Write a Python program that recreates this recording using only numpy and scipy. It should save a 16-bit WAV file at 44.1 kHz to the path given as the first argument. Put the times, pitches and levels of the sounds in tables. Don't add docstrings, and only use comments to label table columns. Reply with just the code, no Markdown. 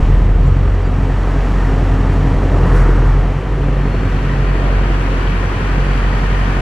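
import sys
import numpy as np
from scipy import signal
from scipy.fft import rfft, irfft, next_fast_len
from scipy.io import wavfile
from scipy.ndimage import uniform_filter1d, minimum_filter1d, map_coordinates

SR = 44100
rng = np.random.default_rng(int(sys.argv[2]) if len(sys.argv) > 2 else 0)


def output_pcm(signal):
    pcm = np.clip(np.atleast_2d(signal).T, -1, 1) * 32767
    wavfile.write(sys.argv[1], SR, np.round(pcm).astype(np.int16))


N = 291501
TIME = np.arange(N) / SR

# (time [s], rumble [dB], body [dB], drone and lope [dB])
LOW_LEVELS = [(0, -20, -27.5, -26), (.27, -21.5, -28, -20.5), (.5, -23.5, -28, -19.5),
              (.8, -23.5, -27.5, -29), (1.0, -21, -28, -17.5), (1.4, -21.5, -26.5, -26),
              (1.85, -21, -24.5, -16), (2.35, -20, -25, -17), (2.63, -23, -21.5, -16.5),
              (2.9, -22, -23.5, -19.5), (3.12, -24.5, -26, -16.5), (3.4, -28, -27.5, -23),
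              (3.75, -24, -25, -23), (4.1, -23, -28, -22.5), (4.4, -26.5, -26, -22),
              (4.65, -21.5, -26.5, -30), (5.0, -27.5, -26.5, -22.5), (5.3, -22.5, -27.5, -26.5),
              (6.61, -26, -27.5, -24.5)]


def boom(firings):
    note_levels = [(0.0, -12), (0.12, -9), (0.45, -11), (0.8, -13), (1.3, -14.5), (1.8, -12), (2.35, -14),
                   (2.6, -13), (2.8, -9), (3.13, -11), (3.32, -16), (3.44, -22), (3.52, -16), (3.7, -14),
                   (4.0, -15), (4.3, -17), (4.55, -12.5), (5.05, -14), (5.22, -16.5), (5.38, -14.5),
                   (5.57, -18.5), (5.78, -14), (6.15, -14), (6.61, -14)]
    octave_levels = [(0, -35), (.33, -28), (.48, -14), (.7, -18.5), (1.0, -21), (1.42, -25), (1.7, -21.5),
                     (2.65, -19), (3.3, -22), (3.62, -42), (3.95, -24), (4.4, -28), (4.75, -23.5),
                     (5.02, -28), (5.4, -23), (6.0, -29), (6.61, -26)]
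    note = amp(curves(note_levels)[0]) * tone(firings, flutter_db=0.87, drift_rad=0.041, rate_hz=15)
    octave = tone(2 * firings, flutter_db=-0.5, drift_rad=0.16, rate_hz=15)
    return note + amp(curves(octave_levels)[0]) * octave


def panel_drone(firings, firing_hz):
    # (harmonic, resonance [Hz], width [Hz], gain before recovery [dB], gain after [dB])
    panels = [(3, 129.8, 5.2, -2, 8), (3, 139.5, 5.2, -0.5, 2.5), (4, 175, 2.5, -3.5, 2),
              (5, 230.5, 7.4, -17, -9), (6, 269.5, 14, -11, -11.5)]
    drone = 0
    for harmonic, centre_hz, width_hz, early_db, late_db in panels:
        detuning = 2 * (harmonic * firing_hz - centre_hz) / width_hz
        partial = tone(harmonic * firings + rng.random(), flutter_db=0.8, drift_rad=0.16, rate_hz=5)
        drone += recovering(early_db, late_db) / (1 + detuning ** 2) * partial
    return amp(curves(LOW_LEVELS)[2] + 0.43) * drone


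def lope(firings):
    orders = [(3, -16, -14), (5, -11.5, -13), (6, -17, -34), (7, -13.5, -22), (9, -6.5, -2), (10, -16, -8),
              (11, -11.5, -9), (13, -4.5, -8.5), (14, -23, -16.5), (15, -14.5, -12), (16, -12, -7.5)]
    crank_turns = firings / 4
    tones = 0
    for order, early_db, late_db in orders:
        partial = tone(order * crank_turns + rng.random(), flutter_db=1.5, drift_rad=0.53, rate_hz=4)
        tones += recovering(early_db, late_db) * partial
    return amp(curves(LOW_LEVELS)[2] - 3) * tones


def chugging():
    chugs = [(.02, 62, -13.5), (.105, 94, -14), (.12, 137, -17.5), (.19, 66, -15.5), (.28, 94, -19),
             (.36, 64, -20), (.5, 140, -19), (.52, 68, -16.5), (.68, 68, -20)]
    return sum(amp(db) * swell(s, length_s=0.11)
               * tone(hz * TIME + rng.random(), flutter_db=0.5, drift_rad=0.2, rate_hz=12)
               for s, hz, db in chugs)


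def shudder():
    spectrum = [(8, -13), (28, 4), (55, 2), (72, 13.5), (100, 3), (125, -30), (200, -48), (400, -120)]  # (frequency [Hz], relative density [dB])
    start_db, idle_db = -26, -29.5
    return amp(start_db + (idle_db - start_db) * ramp(0.55, 0.41)) * in_cab(spectrum, white())


def combustion(firings):
    # (frequency [Hz], relative density [dB])
    rumble_spectrum = [(30, -74), (100, -3), (135, 3), (175, 1.5), (200, -5.5), (280, -7), (340, -19),
                       (600, -51), (1200, -120)]
    body_spectrum = [(160, -20.5), (280, -2), (334, -5.5), (398, -4), (498, -6), (571, -10.5), (700, -13.5),
                     (910, -39.5), (1600, -120)]
    knock_mono = [(410, -18.5), (700, 0), (800, -1), (1090, -3), (1300, -3), (1380, -7), (1500, -6.5),
                  (1660, -7), (1870, -8.5), (2000, -10), (2600, -42), (4400, -120)]
    knock_stereo = [(410, -16), (700, -0.5), (824, 0), (880, -2.5), (1020, 0.5), (1140, 0.5), (1260, -0.5),
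                    (1540, -1), (1690, -1), (1860, -3), (2000, -10.5), (2600, -30), (4400, -120)]
    thumps = bursts(firings, decay_periods=0.17, depth=0.47, cylinder_db=1.3, scatter_db=0.8, repeat=0.058)
    shakes = bursts(firings, decay_periods=0.44, depth=0.22, cylinder_db=4, scatter_db=2.5, repeat=0.21)
    knocks = bursts(firings, decay_periods=0.34, depth=0.08, cylinder_db=2, scatter_db=1.5, repeat=0.2)
    rumble_db, body_db, _ = curves(LOW_LEVELS)
    rumble = amp(rumble_db - 2) * in_cab(rumble_spectrum, thumps)
    body = amp(body_db) * in_cab(body_spectrum, shakes)
    knock_gain = effort_gain(idle_db=-29.5, growth=1) * amp(0.5 * swell(1.7, length_s=0.82))
    return rumble + body + knock_gain * opening(knock_mono, knock_stereo, knocks)


def injectors(firings):
    spectrum = [(1300, -49), (1950, -0.5), (2300, 1.5), (2800, -1.5), (3200, -5), (3600, -11), (4100, -12),
                (4450, -12), (4900, -21.5), (8000, -120)]
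    metal_modes = [(750, 8, -7), (815, 8, -7), (926.4, 9, -3), (986.5, 7, -2), (1235, 20, -4),
                   (1515, 20, -8), (1782, 9, -8), (1829.5, 6.5, -1.5), (1876, 14, -7), (1927, 13, -3.5),
                   (1972, 13, -8), (2290, 16, -10), (3025, 30, -14), (3770, 23, -20)]

    def metal(f):
        return sum(amp(db) / np.sqrt(width) / (1 + 1j * (f - hz) / width) ** 2
                   for hz, width, db in metal_modes)

    ticks = bursts(firings, decay_periods=0.28, depth=0.11, cylinder_db=2, scatter_db=2.5, repeat=0.12)
    taps = bursts(firings, decay_periods=0.12, depth=0.85, cylinder_db=2, scatter_db=2, repeat=0.2)[0]
    ring = amp(-0.8) * unit(filtered(taps, metal))
    return effort_gain(idle_db=-40.5, growth=0.9, stereo_db=4.9) * (in_cab(spectrum, ticks) + ring)


def engine_hiss(firings):
    # (frequency [Hz], relative density [dB])
    mono = [(500, -68), (3500, -9), (4900, -6), (5700, -4), (6500, -7.5), (7800, -8.5), (8400, -16.5),
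            (9200, -18.5), (10300, -17), (11500, -21.5), (13500, -31), (15000, -50)]
    stereo = [(500, -60), (3500, -22), (4900, -1.5), (5700, -0.5), (6500, -4.5), (7800, -6), (8400, -10),
              (9200, -14), (10300, -11), (11500, -15), (13500, -24), (15000, -51)]
    puffs = bursts(firings, decay_periods=0.25, depth=0.04, cylinder_db=2, scatter_db=3, repeat=0.1)
    gain = effort_gain(idle_db=-49, growth=1.35, stereo_db=-2.34) * amp(0.3 * wobble(rate_hz=16))
    return gain * opening(mono, stereo, puffs)


def steering():
    strain = [(2.1, 550, -70), (2.4, 600, -37), (2.56, 700, -26), (2.68, 1150, -20.5), (2.78, 1420, -21),
              (2.95, 1240, -22.5), (3.12, 1110, -26), (3.3, 750, -38), (3.6, 600, -70), (4.4, 610, -45),
              (4.68, 766, -26), (4.9, 700, -43), (5.2, 600, -70)]
    valve_spectrum = [(250, -28), (450, 6.5), (1200, -4.5), (1950, -1.5), (2300, -5), (5000, -60)]  # (frequency [Hz], relative density [dB])
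    wheel_thuds = [(2.35, 31, -19), (4.93, 29.6, -31)]  # (time [s], pitch [Hz], level [dB])
    centre_hz, rush_db = curves(strain)
    rush = amp(rush_db) * swept(in_cab(valve_spectrum, white()), centre_hz, width_octaves=0.63)
    thuds = sum(amp(db) * swell(s, 0.08) * tone(hz * TIME, flutter_db=-3, drift_rad=0.4, rate_hz=12)
                for s, hz, db in wheel_thuds)
    return rush + thuds


def whine():
    levels = [(3.7, -90), (3.86, -61), (3.93, -53), (4.02, -57), (4.3, -58), (4.55, -55.5), (4.72, -55.5),
              (4.84, -59.5), (5.78, -59), (5.94, -51.5), (6.21, -52.5), (6.36, -57.5), (6.61, -58.5)]
    top_hz, climb_hz = 4610, 308
    pitch_hz = top_hz - climb_hz * (1 - ramp(3.87, 2.65)) ** 3
    cycles = np.cumsum(pitch_hz) / SR
    return amp(curves(levels)[0]) * tone(cycles, flutter_db=1.7, drift_rad=0.38, rate_hz=24)


def palm():
    strokes = [(2.135, .05, -53), (2.67, .07, -55), (2.776, 0.11, -44.5), (5.3, .08, -58), (5.83, .06, -62)]  # (time [s], length [s], level [dB])
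    skin_spectrum = [(1000, -26), (3000, 0), (5500, 5), (8000, 1), (11000, -5), (13500, -13), (15500, -19)]  # (frequency [Hz], relative density [dB])
    slips = amp(1.5 * wobble(rate_hz=500)) * white()
    envelope = sum(amp(db) * swell(s, length_s) for s, length_s, db in strokes)
    return envelope * in_cab(skin_spectrum, slips)


def dash_squeaks():
    squeaks = [(.471, .05, 7350, 150, -56), (.444, .013, 11250, 350, -61), (.471, .022, 11200, 300, -63.5),
               (.445, .014, 12850, 400, -69), (.472, .02, 12800, 350, -70.5), (.852, .05, 4680, 35, -53.5),
               (.866, .022, 7350, 120, -58)]
    return sum(amp(db) * swell(s, length_s)
               * tone(hz * TIME, flutter_db=3, drift_rad=0.9, rate_hz=width_hz)
               for s, length_s, hz, width_hz, db in squeaks)


def bursts(firings, decay_periods, depth, cylinder_db, scatter_db, repeat):
    cylinders, rattle_samples = 8, 2048
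    index = firings.astype(int)
    bias = unit(rng.uniform(-0.74, 1, cylinders))
    scatter = unit(rng.uniform(-1, 1, cylinders ** 3))
    strength = amp(cylinder_db * bias[index % cylinders] + scatter_db * scatter[index % len(scatter)])
    envelope = unit(strength * np.exp(-(firings % 1) / decay_periods))
    age_samples = np.arange(N) - np.searchsorted(index, index)
    rattles = rng.standard_normal((2, cylinders, rattle_samples))
    repeating = rattles[:, index % cylinders, age_samples % rattle_samples]
    noise = np.sqrt(repeat) * repeating + np.sqrt(1 - repeat) * white()
    return np.sqrt(1 - depth + depth * envelope ** 2) * noise


def tone(cycles, flutter_db, drift_rad, rate_hz):
    flutter = amp(flutter_db * wobble(rate_hz))
    return unit(flutter * np.cos(2 * np.pi * cycles + drift_rad * wobble(rate_hz)))


def effort_gain(idle_db, growth, stereo_db=0):
    effort = [(0, 0.5), (.3, -3), (.55, -2), (.85, -2), (1.4, 1), (2.4, 0.5), (2.65, 1.2), (3.05, 0.6),
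              (3.35, -1.9), (3.58, -2), (4.12, -0.5), (4.5, -0.8), (5.0, 0.1), (5.3, 0.46), (6.61, 1.36)]
    return amp(idle_db + growth * curves(effort)[0] + stereo_db * stereo_share())


def recovering(early_db, late_db):
    return amp(early_db + (late_db - early_db) * ramp(3.2, 0.35))


def in_cab(spectrum, drive):
    likeness = [(200, 1), (350, 0.99), (520, 0.94), (700, 0.43), (1030, 0.15), (2600, 0.2), (3400, 0.58),
                (5000, -0.22), (7000, -0.4), (10000, -0.087)]

    def colour(hz):
        angle = np.arccos(np.clip(along(likeness, hz), -1, 1)) / 2
        return amp(along(spectrum, hz)) * np.array([np.cos(angle), np.sin(angle)])

    mid, side = filtered(drive, colour)
    return np.array([mid + side, mid - side]) / np.std(mid)


def stereo_share():
    return ramp(start_s=3.05, length_s=1.6)


def opening(mono_spectrum, stereo_spectrum, drive):
    share = stereo_share()
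    return (1 - share) * in_cab(mono_spectrum, drive) + share * in_cab(stereo_spectrum, drive)


def swept(x, centre_hz, width_octaves):
    hz, frame_s, frames = signal.stft(x, SR, nperseg=1024)
    octaves_off = np.log2((hz[:, None] + 1) / np.interp(frame_s, TIME, centre_hz))
    gain = np.exp(-(octaves_off / width_octaves) ** 2)
    frames = frames * gain / np.linalg.norm(gain, axis=0)
    return unit(signal.istft(frames, nperseg=1024)[1][:, :N])


def filtered(x, response):
    size = next_fast_len(N + SR // 4, real=True)
    return irfft(rfft(x, size) * response(np.fft.rfftfreq(size, 1 / SR)), size)[..., :N]


def wobble(rate_hz):
    knots = rng.standard_normal(int(N * rate_hz / SR) + 4)
    coarse_s = TIME[::32]
    return np.interp(TIME, coarse_s, map_coordinates(knots, [coarse_s * rate_hz]))


def white():
    return rng.standard_normal((2, N))


def along(points, hz):
    knots_hz, values = np.transpose(points)
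    return np.interp(np.log(hz + 1), np.log(knots_hz + 1), values)


def curves(rows):
    times_s, *columns = np.transpose(rows)
    return [np.interp(TIME, times_s, column) for column in columns]


def ramp(start_s, length_s):
    return np.clip((TIME - start_s) / length_s, 0, 1)


def swell(centre_s, length_s):
    return np.exp(-(2 * (TIME - centre_s) / length_s) ** 2)


def amp(db):
    return 10 ** (np.asarray(db) / 20)


def unit(x):
    return x / np.sqrt(np.mean(x ** 2) + 1e-20)


def scene():
    engine_speed = [(0.0, 38.56), (0.2, 42.91), (0.38, 42.11), (0.62, 46.24), (0.95, 44.6), (1.3, 45.6),
                    (1.85, 44.65), (2.42, 45.08), (2.7, 43.47), (3.0, 42.7), (3.14, 43.2), (3.3, 45.2),
                    (3.42, 47.8), (3.82, 46.33), (4.05, 44.84), (4.33, 46.4), (4.9, 45.96), (5.33, 44.8),
                    (5.56, 45.87), (6.61, 45.71)]
    balance = [(60, -0.5), (500, -0.5), (700, -2), (1030, 5), (1900, 1.5), (2600, 2), (3400, 2),
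               (5000, 0.5), (10000, 0)]
    left_lead = [(200, 0.068), (520, 0.04), (780, 0.59), (980, 0.31), (3200, 0), (4400, 0.4), (5000, 0.027)]  # (frequency [Hz], phase lead [rad])
    firing_hz, = curves(engine_speed)
    firings = np.cumsum(firing_hz) / SR
    cab = boom(firings) + panel_drone(firings, firing_hz) + lope(firings) + chugging()
    cab = cab + shudder() + combustion(firings) + injectors(firings) + engine_hiss(firings)
    cab = cab + whine() + steering() + palm() + dash_squeaks()
    sides = np.array([[0.5], [-0.5]])
    return filtered(cab, lambda hz: amp(sides * along(balance, hz))
                    * np.exp(1j * sides * along(left_lead, hz)))


def record(dry):
    ceiling, limiter_samples, top_hz = 0.96, 400, 14600
    mid = dry.mean(axis=0)
    image = mid + stereo_share() * (dry - mid)
    needed_gain = ceiling / np.maximum(np.abs(image).max(axis=0), ceiling)
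    gain = uniform_filter1d(minimum_filter1d(needed_gain, limiter_samples), limiter_samples)
    fades = ramp(0, 0.003) * ramp(TIME[-1], -0.003)
    return filtered(fades * gain * image, lambda hz: hz < top_hz)


dry = scene()
out = record(dry)
output_pcm(out)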